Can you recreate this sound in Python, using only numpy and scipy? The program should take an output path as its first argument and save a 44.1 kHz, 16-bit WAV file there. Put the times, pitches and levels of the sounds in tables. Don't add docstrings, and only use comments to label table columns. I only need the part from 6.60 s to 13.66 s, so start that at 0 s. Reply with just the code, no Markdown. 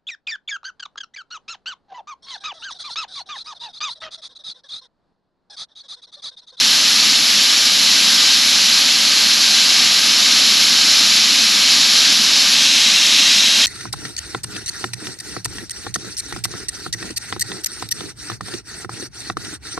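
import sys
import numpy as np
from scipy import signal
from scipy.fft import rfft, irfft, next_fast_len
from scipy.io import wavfile
from scipy.ndimage import uniform_filter1d, minimum_filter1d

SR = 44100
rng = np.random.default_rng(int(sys.argv[2]) if len(sys.argv) > 2 else 0)


def transcribe(u):
    v = np.clip(np.atleast_2d(u).T, -1, 1)
    q = np.round(v * 32767).astype(np.int16)
    wavfile.write(sys.argv[1], SR, q)


def field_ratio(decibels):
    return 10 ** (np.asarray(decibels, dtype=float) / 20)


N = 311346

# frequency_hz [Hz], density_db [dB per Hz]
HATCH_SPECTRUM = [(210, -54), (350, -24), (429, -22.5), (1070, -17), (1210, -13.5), (1430, -15),
                  (1590, -10), (1820, -12), (3000, -5.5), (3480, -4), (4140, -1), (5430, -4.5), (7210, -12),
                  (8830, -25.5), (11500, -56), (19400, -120)]
# frequency_hz [Hz], density_db [dB per Hz]
SPOUT_SPECTRUM = [(210, -53), (350, -23), (483, -29.5), (510, -23), (624, -20), (816, -22), (1110, -18),
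                  (1270, -18.5), (1600, -14), (3780, -2), (4560, -5), (6130, -6.5), (8700, -21.5),
                  (11300, -62), (19100, -120)]
# frequency_hz [Hz], density_db [dB per Hz]
CHAFF_SPECTRUM = [(5380, -35), (9150, -14), (9610, -4), (11000, -0.5), (11500, -4.5), (12100, -13.5),
                  (13000, -12.5), (13700, -26)]
# frequency_hz [Hz], density_db [dB per Hz]
BIN_SPECTRUM = [(12, -62), (20, -30), (59, -29), (85, -15.5), (119, -13), (162, -9.5), (196, -0.5),
                (214, 2), (290, -0.5), (347, -11.5), (420, -20), (550, -54), (920, -120)]
# mode_hz [Hz], width_hz [Hz], hump_db [dB over the ticks]
PLATE_MODES = [(417, 70, -1.5), (590, 46, 2.5), (745, 55, 2), (816, 30, -2), (880, 45, 1.5), (1220, 60, 3),
               (1580, 55, 2), (2055, 38, 2), (2280, 41, 4), (2510, 40, 3.5), (2714, 45, 3), (3040, 80, 4),
               (3760, 53, 4.5), (4123, 86, 4.5), (4280, 41, 3.5), (4405, 45, -2), (4600, 38, 4.5),
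               (5310, 85, 6), (5680, 65, 3.5), (6130, 55, 6.5), (7073, 70, 4.5), (7460, 90, 3.5),
               (8540, 43, -1)]
# mode_hz [Hz], width_hz [Hz], hump_db [dB over the ticks]
SPOUT_MODES = [(874, 31, 5.5), (1205, 45, 5.5), (1575, 60, 3.5), (2363, 50, 1.5), (2540, 35, 5),
               (2740, 51, 6), (3210, 60, 5), (3810, 120, 4), (4120, 90, 5), (5320, 120, 3.5), (5400, 60, 2)]
# pitch_hz [Hz], level_db [dB rms]
ENGINE_ORDERS = [(47.3, -70), (94.9, -62), (142, -59), (476.4, -56)]
# start_s [s], treble_end_s [s], bass_end_s [s]
SIDE_SPELLS = [
    (1.22, 1.4, 1.45),
    (1.9, 2.14, 2.5),
    (3.24, 3.45, 3.6),
    (4.75, 5.0, 5.37),
    (6.95, 7.06, 7.06),
]

T = np.arange(N) / SR
FFT_SIZE = next_fast_len(N)
HZ = np.maximum(np.fft.rfftfreq(FFT_SIZE, 1 / SR), 1)
SCENE_CHANGE_S = 5.947
FLOW_DB, FLOW_RISE_DB_PER_S = -12.5, 0.0941
CHAFF_DB, CHAFF_FALL_DB_PER_S, CHAFF_BEHIND_DB = -16.5, 0.21, -1
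BOOM_DB, BOOM_SWELL_DB, BOOM_SWELLS_PER_S = -36, 0.4, 12
AUGER_HZ, AUGER_CREST_S, BOOM_LAG_S = 7.45, .0164, .092
FLOW_SURGE_DB, CHAFF_SURGE_DB, BOOM_SURGE_DB = .22, .1, .8
CEILING = .92
NOTCH_HZ, NOTCH_WIDTH_HZ, LOW_CUT_HZ = 9005, 150, 45
WIDE_TOP_HZ, TIGHT_TOP_HZ = 13660, 13420
BUMP_DB, BUMP_S = -40, .0013


def set_rms(x, level_db):
    return x * field_ratio(level_db) / np.sqrt(np.mean(x ** 2))


def colour(x, points, modes=()):
    point_hz, point_db = np.transpose(points)
    gain_db = np.interp(np.log(HZ), np.log(point_hz), point_db, left=-200, right=-200)
    for mode_hz, width_hz, hump_db in modes:
        gain_db = gain_db + hump_db / (1 + (2 * (HZ - mode_hz) / width_hz) ** 2)
    spectrum = rfft(x, FFT_SIZE) * field_ratio(gain_db)
    return set_rms(irfft(spectrum, FFT_SIZE)[:N], 0)


def walk(rate_hz):
    hold = int(SR / rate_hz)
    steps = np.repeat(rng.standard_normal(N // hold + 1), hold)
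    return 1.24 * uniform_filter1d(uniform_filter1d(steps, hold), hold)[:N]


def ticks(scatter_db, clump_db, clump_rate_hz):
    size_db = scatter_db * rng.exponential(size=N) + clump_db * walk(clump_rate_hz)
    return field_ratio(size_db) * rng.standard_normal(N)


def kernel_stream():
    hits = ticks(scatter_db=1.5, clump_db=.45, clump_rate_hz=9)
    at_hatch = colour(hits, HATCH_SPECTRUM, PLATE_MODES)
    behind_spout = colour(hits, SPOUT_SPECTRUM, SPOUT_MODES)
    return np.where(T < SCENE_CHANGE_S, at_hatch, behind_spout)


def chaff():
    return colour(ticks(scatter_db=1.6, clump_db=.75, clump_rate_hz=45), CHAFF_SPECTRUM)


def bin_boom():
    return colour(ticks(scatter_db=2.0, clump_db=0.0, clump_rate_hz=8.8), BIN_SPECTRUM)


def tractor():
    turns = np.cumsum(1 + 0.00208 * walk(1.5)) / SR
    hum = 0
    for pitch_hz, level_db in ENGINE_ORDERS:
        peak = np.sqrt(2) * field_ratio(level_db + 1.5 * walk(3.2))
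        hum = hum + peak * np.sin(2 * np.pi * (pitch_hz * turns + rng.random()))
    return hum


def side_noise():
    def spell(end_column):
        inside = sum((T > row[0]) & (T < row[end_column]) for row in SIDE_SPELLS)
        return uniform_filter1d(inside * 1., size=800)

    top = colour(rng.standard_normal(N), [(11020, -1.5), (11800, 0), (12900, -4), (13650, -16)])
    bass = colour(rng.standard_normal(N), [(30, -20), (250, 0), (500, -5), (1150, -4)])
    treble_spell, bass_spell = spell(1), spell(2)
    threshold = np.where(treble_spell > 0, -.2, 1.3)
    treble = 0
    for low_hz in np.arange(1200, 11000, 700):
        patch = uniform_filter1d((walk(30) > threshold) * 1., size=800)
        band_db = np.interp(low_hz, [1200, 2700, 4000, 7000, 8900, 10300], [-6, -6, 0.0, -2, -7, -3])
        band = colour(rng.standard_normal(N), [(low_hz, 0), (low_hz + 700, 0)])
        treble = treble + field_ratio(band_db) * patch * band
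    steady = field_ratio(-46.0) * top * field_ratio(1.5 * walk(20))
    return steady + field_ratio(-47.5) * bass_spell * treble + field_ratio(-52) * bass_spell * bass


def auger_surge(lag_s):
    return np.cos(2 * np.pi * AUGER_HZ * (T - AUGER_CREST_S - lag_s))


def scene():
    surge = auger_surge(0)
    flow_db = FLOW_DB + FLOW_RISE_DB_PER_S * T + FLOW_SURGE_DB * surge
    chaff_db = CHAFF_DB - CHAFF_FALL_DB_PER_S * T + CHAFF_BEHIND_DB * (T > SCENE_CHANGE_S)
    chaff_db = chaff_db + CHAFF_SURGE_DB * surge
    boom_db = BOOM_DB + BOOM_SURGE_DB * auger_surge(BOOM_LAG_S) + BOOM_SWELL_DB * walk(BOOM_SWELLS_PER_S)
    grain = field_ratio(flow_db) * kernel_stream() + field_ratio(flow_db + chaff_db) * chaff()
    mono = grain + field_ratio(boom_db) * bin_boom() + tractor()
    return np.tile(mono, (2, 1))


def roll_off(x):
    return signal.sosfilt(signal.butter(12, 14140, fs=SR, output="sos"), x)


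def record(dry):
    headroom = minimum_filter1d(np.minimum(1, CEILING / (np.abs(dry) + 1e-9)), size=89)
    x = dry * uniform_filter1d(headroom, size=45)
    x = signal.sosfilt(signal.butter(1, LOW_CUT_HZ, "high", fs=SR, output="sos"), x)
    x = x - field_ratio(BUMP_DB) * np.exp(-.5 * ((T - SCENE_CHANGE_S) / BUMP_S) ** 2)
    b, a = signal.iirnotch(NOTCH_HZ, NOTCH_HZ / NOTCH_WIDTH_HZ, SR)
    x = signal.lfilter(b, a, signal.lfilter(b, a, x))
    x = x + side_noise() * np.array([[1], [-1]])
    wide = signal.sosfiltfilt(signal.ellip(8, .2, 45, WIDE_TOP_HZ, fs=SR, output="sos"), x)
    tight = signal.sosfiltfilt(signal.ellip(8, .2, 45, TIGHT_TOP_HZ, fs=SR, output="sos"), x)
    flicker = uniform_filter1d((walk(25) > 0) * 1., size=400)
    mix = tight + (wide - tight) * flicker
    return roll_off(mix)


dry = scene()
out = record(dry)
transcribe(out)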